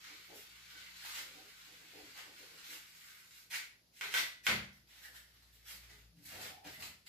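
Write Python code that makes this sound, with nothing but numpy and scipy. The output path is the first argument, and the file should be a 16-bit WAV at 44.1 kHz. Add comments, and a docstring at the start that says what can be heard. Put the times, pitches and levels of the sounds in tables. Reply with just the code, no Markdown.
"""A bare classroom, heard from a phone a few metres away: mostly room sound, over a faint hum.
A felt eraser hisses across a wall-mounted whiteboard in slow rubs and a few quick swipes.
It scrapes along the wooden ledge and is knocked down onto it; the ledge rings and the board booms.
Then the man shuffles off, coat rustling and shoes squeaking."""
import sys
import numpy as np
from scipy import signal
from scipy.fft import rfft, irfft, next_fast_len
from scipy.io import wavfile
from scipy.ndimage import uniform_filter1d

SR = 44100
rng = np.random.default_rng(int(sys.argv[2]) if len(sys.argv) > 2 else 0)


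def digitize_waveform(pressure):
    """Quantize a signal to 16-bit integers and store it at the path in sys.argv[1].

    Rows of a 2-D input are taken as channels; values are limited to [-1, 1].
    """
    field = np.atleast_2d(pressure).T
    bounded = np.clip(field, -1, 1)
    quanta = np.round(bounded * 32767).astype(np.int16)
    wavfile.write(sys.argv[1], SR, quanta)


N = 312430
T = np.arange(N) / SR
MIC_GAP_M, SOUND_M_PER_S = 0.21, 343


# Slow passes of the arm, each lasting until the next: start_s, level_db, treble_db
PASSES = [(-.25, -52.5, -2), (.17, -57, 1), (.58, -53.5, -2), (.93, -52.5, 1), (1.27, -57, 2),
          (1.74, -56, 1), (2.25, -56, 1), (2.83, -60.5, 5.5), (3.25, -61.5, 8)]
# Tone of felt on the board: freq_hz, level_db
FELT_EQ = [(400, -31), (800, -18.5), (1100, -7.5), (1300, -5), (1500, -1), (1750, -4.5), (2100, -0.5),
           (3000, -3.5), (4600, -3.5), (6000, -9.5), (7700, -10.5), (8800, -16.5), (11800, -13),
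           (15000, -17.5)]

def wiping(lift_s=3.422, turn_speed=0.68, blend_s=0.083):
    """Felt hisses with the speed of the hand: fastest mid-pass, slower through the turns, until it lifts."""
    starts, db, treble_db = np.transpose(PASSES)
    progress = np.interp(T, np.append(starts, lift_s), np.arange(len(starts) + 1))
    which = np.minimum(progress.astype(int), len(starts) - 1)
    speed = (turn_speed + (1 - turn_speed) * np.abs(np.sin(np.pi * progress))) * (T < lift_s)
    level = uniform_filter1d(speed * undb(db[which]), int(blend_s * SR))
    brightness = uniform_filter1d(undb(treble_db[which]), int(blend_s * SR))
    hiss = colour(slips(grain_db=5), FELT_EQ)
    treble = signal.sosfiltfilt(signal.butter(2, 6500, "high", fs=SR, output="sos"), hiss)
    return (hiss + treble * (brightness - 1)) * level * undb(0.48 * wander(24.87))


# Swells of the eraser's hollow shell: start_s, swell_s, fade_s, level_db, tilt_db_per_octave
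SHELL_SWELLS = [(.64, 0.13, 0.11, -58, -2), (2.9, 0.24, .15, -63.5, 4.5)]
# Nasal tone of the shell: freq_hz, level_db
SHELL_EQ = [(900, -25.5), (1300, -11), (1520, 4), (1750, -12), (2050, 1), (2800, -30)]
# Quick swipes over the board: start_s, swell_s, fade_s, level_db, tilt_db_per_octave
SWIPES = [(.33, .02, 0.084, -50, 6), (.99, 0.073, 0.14, -46, 0), (1.11, 0.056, 0.048, -41, -0.2),
          (2.141, 0.02, 0.065, -46, -2.5), (2.6, 0.11, 0.11, -49, 1)]
# Bright tone of a swipe: freq_hz, level_db
SWIPE_EQ = [(180, -57), (300, -28), (331, -37), (371, -24), (1150, -7.5), (1250, -7.5), (1440, -5.5),
            (2100, -3), (2280, -6.5), (2780, -3.5), (3270, -4), (7790, -10.5), (8460, -14.5), (11700, -11),
            (15000, -15)]
# Scrapes along the ledge: start_s, swell_s, fade_s, level_db, tilt_db_per_octave
SCRAPES = [(3.497, 0.005, 0.089, -45, 2.5), (3.493, 0.055, 0.045, -37, 0.5),
           (3.905, 0.083, 0.027, -55.5, 3.5), (4.085, 0.061, 0.013, -39, 1.5),
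           (4.135, 0.043, .05, -34, -0.5), (4.42, 0.049, 0.045, -42.5, 3.5)]
# Tone of the eraser sliding on wood: freq_hz, level_db
SCRAPE_EQ = [(150, -25.5), (400, -22.5), (700, -13), (1100, -10.5), (1280, -9.5), (1500, -1), (1750, -2),
             (2100, 2), (3000, -3.5), (4400, -6), (6000, -8.5), (9000, -14.5), (11500, -14.5), (15000, -18)]

def eraser_strokes():
    """The eraser's shell resonates when it lies flat; it swipes the board, then scrapes the ledge."""
    shell = friction_bursts(SHELL_SWELLS, SHELL_EQ, grain_db=2)
    swipes = friction_bursts(SWIPES, SWIPE_EQ, grain_db=5)
    scrapes = friction_bursts(SCRAPES, SCRAPE_EQ, grain_db=4)
    return shell + swipes + scrapes


# The hand leans into the board: start_s, length_s, level_db
LEANS = [(0.054, 0.12, -69), (0.278, 0.092, -59.5), (0.72, 0.067, -68), (1.017, 0.092, -73),
         (1.14, 0.2, -69), (1.33, 0.12, -62), (1.651, 0.094, -68.5), (1.782, 0.082, -69),
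         (1.921, 0.13, -60), (2.23, 0.1, -66.5), (2.369, .09, -64.5), (2.484, .1, -68.5),
         (2.645, 0.13, -69)]
# Boxy tone of the rubbed panel: freq_hz, level_db
DRUM_EQ = [(90, -17), (160, -16), (260, -6.5), (390, -1), (500, -2), (620, -9.5), (820, -7.5), (1200, -29),
           (3000, -70)]

def panel_drumming(attack_s=0.017, release_s=0.043):
    """Each time the hand leans in, the felt grips and shakes the panel."""
    pressure = np.zeros(N)
    for start, length, db in LEANS:
        ramps = np.minimum((T - start) / attack_s, (start + length - T) / release_s)
        pressure += undb(db) * np.clip(ramps, 0, 1)
    return pressure * colour(slips(grain_db=3.5), DRUM_EQ)


# Eraser hits on the ledge:
# start_s, level_db, rattle_tilt_db_per_octave, rattle_db, rattle_decay_s, ring_db, panel_db
KNOCKS = [(4.011, -10.5, 0, -3.5, 0.093, -13, -25.5), (4.0374, -18.5, 2, 0, .02, -19, -31),
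          (4.1404, -3.5, 2, 0.5, 0.042, 1.5, -30), (4.467, 1.5, -1.5, -5.5, 0.075, -0.5, 3)]
# Tone of the first contact: freq_hz, level_db
CLACK_EQ = [(150, -28.5), (500, -20), (750, -17), (1100, -9), (1500, 3.5), (1750, -2.5), (2130, 4.5),
            (2700, -2), (4000, -9), (6000, -13), (9000, -21), (15000, -21)]
# Tone of the wooden rattle: freq_hz, level_db
RATTLE_EQ = [(160, -56.5), (280, -16), (336, -15.5), (425, -7), (644, -6.5), (960, -4), (1530, -4.5),
             (1660, -2), (2070, -1), (4300, -1), (5170, -8), (5900, -8.5), (9100, -17.5), (11500, -13.5),
             (15000, -19.5)]
# Ring of the ledge and frame: pitch_hz, level_db, t60_s
LEDGE_MODES = [(1100, -7, .35), (1170, -11, 0.34), (1496, 0.5, 0.44), (1530, 12.5, 0.28), (1550, 3, 0.35),
               (1770, -14, 0.28), (1924, 3.5, .28), (1980, 7, 0.58), (2120, 2.5, 0.47), (2469, -10, .33),
               (2970, -5, .32), (3577, -2, .28), (4400, -8, .24)]
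# Boom of the whole panel: pitch_hz, level_db, t60_s
PANEL_MODES = [(58.6, -19, 0.67), (71.3, -4.5, 0.59), (109.9, 3.5, 0.44), (141.4, -6.5, 0.72),
               (193.5, 3.5, 0.54), (223.4, 3.5, 0.46), (324, -1.5, 0.33), (346, -5.5, 0.44)]

def knocks(blow_db=2, ledge_db=-46, boom_db=-44, thud_db=-24):
    """Each blow clacks and rattles; the ledge rings, and the large panel thuds and swells into a boom."""
    hits, rings, t = np.zeros(N), np.zeros((2, N)), T[:SR]
    for start, db, tilt, rattle_db, decay, ring_db, panel_db in KNOCKS:
        chatter = slips(grain_db=8, size=len(t)) * np.exp(-(t / decay) ** 2)
        chatter /= np.linalg.norm(chatter)
        clack = colour(signal.unit_impulse(len(t)), CLACK_EQ)
        rattle = undb(rattle_db) * colour(chatter, RATTLE_EQ, tilt)
        add(hits, start, undb(db + blow_db) * (clack + rattle))
        add(hits, start, undb(panel_db + thud_db) * colour(chatter, THUD_EQ))
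        add(rings, start, undb(ring_db + ledge_db) * ring(LEDGE_MODES, t, rise_s=0.0099))
        add(rings, start, undb(panel_db + boom_db) * ring(PANEL_MODES, t, rise_s=0.059))
    return hits, rings


# Swishes of the coat: start_s, swell_s, fade_s, level_db, tilt_db_per_octave
SWISHES = [(4.71, 0.03, 0.064, -66, 1), (4.845, 0.071, .22, -59.5, -0.5), (5.012, 0.022, 0.079, -54.5, 1),
           (5.11, 0.037, 0.047, -53, .5), (5.51, 0.02, .05, -63.5, 5), (5.62, 0.08, 0.095, -50, 1.3),
           (5.79, 0.031, 0.045, -60.5, -0.5), (5.872, 0.021, 0.1, -60.5, -1),
           (6.14, 0.043, 0.055, -70.5, 1), (6.205, 0.041, 0.13, -52, 3.5), (6.255, 0.05, 0.16, -51.5, -.5),
           (6.37, 0.053, .1, -45.5, -0.5), (6.633, 0.013, 0.072, -52, -1.5), (6.68, 0.034, 0.095, -53.5, 1),
           (6.78, 0.028, 0.093, -45, 0), (7.045, 0.027, .05, -52, 0.5)]
# Crisp tone of the cloth: freq_hz, level_db
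COAT_EQ = [(350, -30), (600, -14.5), (650, -14.5), (1030, -9.5), (1910, -0.5), (2160, -1.5), (2570, -3.5),
           (3550, -3.5), (4770, -4.5), (6600, -10), (7960, -9), (8750, -14.5), (11000, -9.5), (13300, -10),
           (15000, -15)]

def coat(close_from_s=4.87, close_to_s=6.05):
    """The coat swishes with each movement, and its small folds rustle as it passes close by."""
    close = (T > close_from_s) & (T < close_to_s)
    rustle = undb(-70.5) * colour(slips(grain_db=8.5), COAT_EQ) * close
    swishes = friction_bursts(SWISHES, COAT_EQ, grain_db=6)
    return (rustle + swishes) * undb(1.5 + 1.2 * wander(90))


# Footfalls: start_s, swell_s, fade_s, heel_db, sole_db
STEPS = [(5.06, 0.02, 0.059, -76, -73), (5.669, 0.04, 0.064, -70, -70), (5.88, 0.022, .06, -70, -73),
         (6.11, 0.072, 0.34, -67.5, -82), (6.3, 0.028, 0.29, -63, -57), (6.636, 0.0055, 0.088, -58.5, -55),
         (6.76, 0.023, 0.11, -60.5, -61.5)]
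# Low end of a heel, also used for the panel thud and mic rumble: freq_hz, level_db
THUD_EQ = [(22, -25), (50, -16), (85, 0), (130, -6.5), (200, -2), (300, -7), (700, -43.5)]
# Midrange scuff of a sole: freq_hz, level_db
SOLE_EQ = [(120, -28), (250, -13), (400, 4), (520, 3), (740, 4), (1100, -9), (2500, -21)]

def footsteps():
    """Heels thud and soles scuff as the weight comes down."""
    out = np.zeros(N)
    for start, swell, fade, heel_db, sole_db in STEPS:
        weight = stroke(swell, fade)
        contact = weight * slips(grain_db=3.5, size=len(weight))
        add(out, start, undb(heel_db) * colour(contact, THUD_EQ))
        add(out, start, undb(sole_db) * colour(contact, SOLE_EQ))
    return out


# Squeaks and creaks of shoes and floor: start_s, length_s, pitch_hz, glide_ratio, jitter_ratio, level_db
SQUEAKS = [(5.022, 0.048, 1765, 0.044, 0.072, -55), (5.14, 0.023, 1602, -0.0048, 0.12, -58),
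           (5.88, 0.042, 406, .02, 0.12, -69.5), (5.888, 0.032, 2038, -0.026, 0.041, -61.5),
           (6.05, 0.19, 171, -0.025, 0.04, -70), (6.47, 0.22, 782, -0.036, 0.044, -64),
           (6.729, 0.026, 2056, .02, 0.028, -53)]

def squeaks(rough_db=5):
    """Stick-slip locks briefly onto one unsteady pitch."""
    out = np.zeros(N)
    for start, length, hz, glide, jitter, db in SQUEAKS:
        size = int(length * SR)
        pitch = hz * (1 + glide * np.linspace(-.5, .5, size) + jitter * wander(407, size))
        tone = np.sin(2 * np.pi * np.cumsum(pitch) / SR) * undb(rough_db * wander(159, size))
        add(out, start, undb(db) * unit(tone * signal.windows.tukey(size, .4)))
    return out


# Reverb time of the bare room: freq_hz, t60_s
ROOM_DECAY = [(100, 0.7), (400, 0.35), (1800, 0.4), (4000, 0.38), (12000, 0.33)]

def classroom(x, early_db=-10, early_decay_s=0.0047, build_s=0.025):
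    """Quick echoes off the board and floor, then dense reflections from bare walls."""
    t = T[:2 ** 15]
    freqs = np.fft.rfftfreq(len(t), 1 / SR)
    hz, t60s = np.transpose(ROOM_DECAY)
    field, tail = rfft(diffuse(len(t))), 0
    decay_time = np.hypot(t, build_s) - build_s  # the level holds while reflections build up
    for band, t60 in zip(np.eye(len(hz)), t60s):
        share = np.interp(np.log(freqs + 1), np.log(hz), band)
        tail = tail + irfft(field * share) * undb(-60 * decay_time / t60)
    early = diffuse(len(t)) * np.exp(-t / early_decay_s) * np.minimum(t / early_decay_s * 10, 1)
    response = (unit(tail) + undb(early_db) * unit(early)) / np.sqrt(len(t))
    return signal.fftconvolve(x[None], response, axes=1)[:, :N]


def moving(x, shift_hz=3.2, direct_db=-16):
    """A source on the move: a weak direct path and an ever-changing pattern of reflections."""
    place = 2 * np.pi * shift_hz * T
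    return undb(direct_db) * x + classroom(x * np.cos(place)) + classroom(x * np.sin(place))


# Tone of the room air: freq_hz, level_db
AIR_EQ = [(20, -19), (35, -22), (55, -5.5), (110, 3.5), (170, -4.5), (260, -3), (700, -8.5), (1100, -14),
          (2100, -16), (3000, -11.5), (4800, -6), (7000, -14.5), (8600, -26), (11000, -9.5), (15000, -22)]
# Fader ride of the low drone from outside: time_s, level_db
DRONE_LEVELS = [(0, -78.5), (1.2, -77), (2, -86), (3.8, -83.5), (5.3, -72), (6.08, -67), (6.2, -85),
                (7.08, -80)]

def room_tone(air_db=-73, rumble_db=-88, hum_db=-82.5, drone_hz=57.3):
    """Quiet air, each mic's own rumble, a wavering drone and a thin hum that dips as the wiping ends."""
    air = undb(air_db) * np.array([colour(side, AIR_EQ) for side in diffuse(N)])
    rumble = undb(rumble_db) * np.array([colour(side, THUD_EQ) for side in rng.standard_normal((2, N))])
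    phase = 2 * np.pi * np.cumsum(drone_hz * (1 + 0.02135 * wander(7.2))) / SR
    drone_db = np.interp(T, *np.transpose(DRONE_LEVELS)) + 2 * wander(8.9)
    drone = unit(np.sin(phase) + undb(-9) * np.sin(2 * phase)) * undb(drone_db)
    dip_db = np.interp(T, [2.8, 3.8], [0, -5])
    hum = unit(np.sin(3 * phase)) * undb(hum_db + dip_db + 2.4 * wander(9.1))
    return air + rumble + drone + hum


def friction_bursts(cues, eq, grain_db):
    """Short bursts of friction that swell and fade with the speed of the movement."""
    out = np.zeros(N)
    for start, swell, fade, db, tilt in cues:
        speed = stroke(swell, fade)
        add(out, start, undb(db) * speed * colour(slips(grain_db, len(speed)), eq, tilt))
    return out


def slips(grain_db, size=N):
    """Friction: countless tiny slips whose strength changes about every millisecond."""
    return unit(rng.standard_normal(size) * undb(grain_db * wander(900, size)))


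def stroke(swell_s, fade_s):
    """Envelope of a short movement: up, then down to rest."""
    t = np.arange(int((swell_s + fade_s) * SR)) / SR
    return np.sin(np.pi / 2 * np.interp(t, [0, swell_s, swell_s + fade_s], [0, 1, 0])) ** 2


def ring(modes, t, rise_s):
    """Modes swell after a blow and decay; each reaches the two mics from its own direction."""
    out = 0
    for (hz, db, t60), (phase, direction) in zip(modes, rng.random((len(modes), 2))):
        lag = np.array([[.5], [-.5]]) * (2 * direction - 1) * MIC_GAP_M / SOUND_M_PER_S
        out = out + undb(db - 60 * t / t60) * np.sin(2 * np.pi * (hz * (t + lag) + phase))
    return out * (1 - np.exp(-(t / rise_s) ** 2))


def diffuse(size):
    """Noise from all sides at two mics: alike in the bass, wide once half a wave fits between them."""
    half_waves = 2 * np.fft.rfftfreq(size, 1 / SR) * MIC_GAP_M / SOUND_M_PER_S
    likeness = np.exp(-2 * half_waves ** 2)
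    phasors = np.exp(2j * np.pi * rng.random((2, size // 2 + 1)))
    mid, side = phasors * np.sqrt([1 + likeness, 1 - likeness])
    return unit(irfft([mid + side, mid - side], size))


def colour(x, eq, tilt_db_per_octave=0, taps=4096):
    """Minimum-phase EQ with a tilt above 600 Hz; keeps the power of white noise."""
    size = next_fast_len(len(x) + taps, real=True)
    freqs = np.maximum(np.fft.rfftfreq(taps, 1 / SR), 1)
    hz, db = np.transpose(eq)
    tilt_db = tilt_db_per_octave * np.log2(np.maximum(freqs, 600) / 2500)
    gain = undb(np.interp(np.log(freqs), np.log(hz), db) + tilt_db)
    cepstrum = irfft(np.log(unit(gain) + 1e-6))
    cepstrum[1:len(freqs) - 1] *= 2  # folded forward, so nothing rings ahead of a hit
    cepstrum[len(freqs):] = 0
    response = irfft(np.exp(rfft(cepstrum)))
    return irfft(rfft(x, size) * rfft(response, size), size)[:len(x)]


def wander(rate_hz, size=N):
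    """Smooth random motion, spread near 1."""
    knots = rng.standard_normal(int(size / SR * rate_hz) + 2)
    return np.sqrt(3 / 2) * np.interp(np.arange(size) / SR * rate_hz, np.arange(len(knots)), knots)


def add(track, start_s, x):
    """Mix x into the track at a time."""
    i = int(start_s * SR)
    track[..., i:i + x.shape[-1]] += x[..., :N - i]


def undb(db):
    """Decibels to gain."""
    return 10 ** (np.asarray(db) / 20)


def unit(x):
    """Scale to rms 1."""
    return x / np.sqrt(np.mean(x ** 2))


def scene():
    """Rubbing, knocks and steps fill the room; the ledge faces the phone, so its clacks are more direct."""
    hits, rings = knocks()
    clacks = undb(-10.3) * hits + classroom(hits)
    eraser = eraser_strokes() + wiping() + panel_drumming()
    walking = coat() + footsteps() + squeaks()
    return moving(eraser + walking) + clacks + rings + room_tone()


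# Tonal balance of the two mics: freq_hz, left_minus_right_db
MIC_BALANCE = [(60, 2.5), (1000, -0.2), (4400, 1), (8000, 0), (15000, -4.5)]

def record(dry, low_cut_hz=31, high_cut_hz=15050):
    """Each mic of the phone has its own colour; the deepest bass and the top are cut."""
    hz, db = np.transpose(MIC_BALANCE)
    balance_db = np.interp(np.log(np.fft.rfftfreq(N, 1 / SR) + 1), np.log(hz), db)
    heard = irfft(rfft(dry) * undb(np.array([balance_db, -balance_db]) / 2), N)
    heard = signal.sosfilt(signal.butter(4, low_cut_hz, "high", fs=SR, output="sos"), heard)
    return signal.sosfilt(signal.ellip(10, .2, 70, high_cut_hz, fs=SR, output="sos"), heard)


dry = scene()
out = record(dry)
digitize_waveform(out)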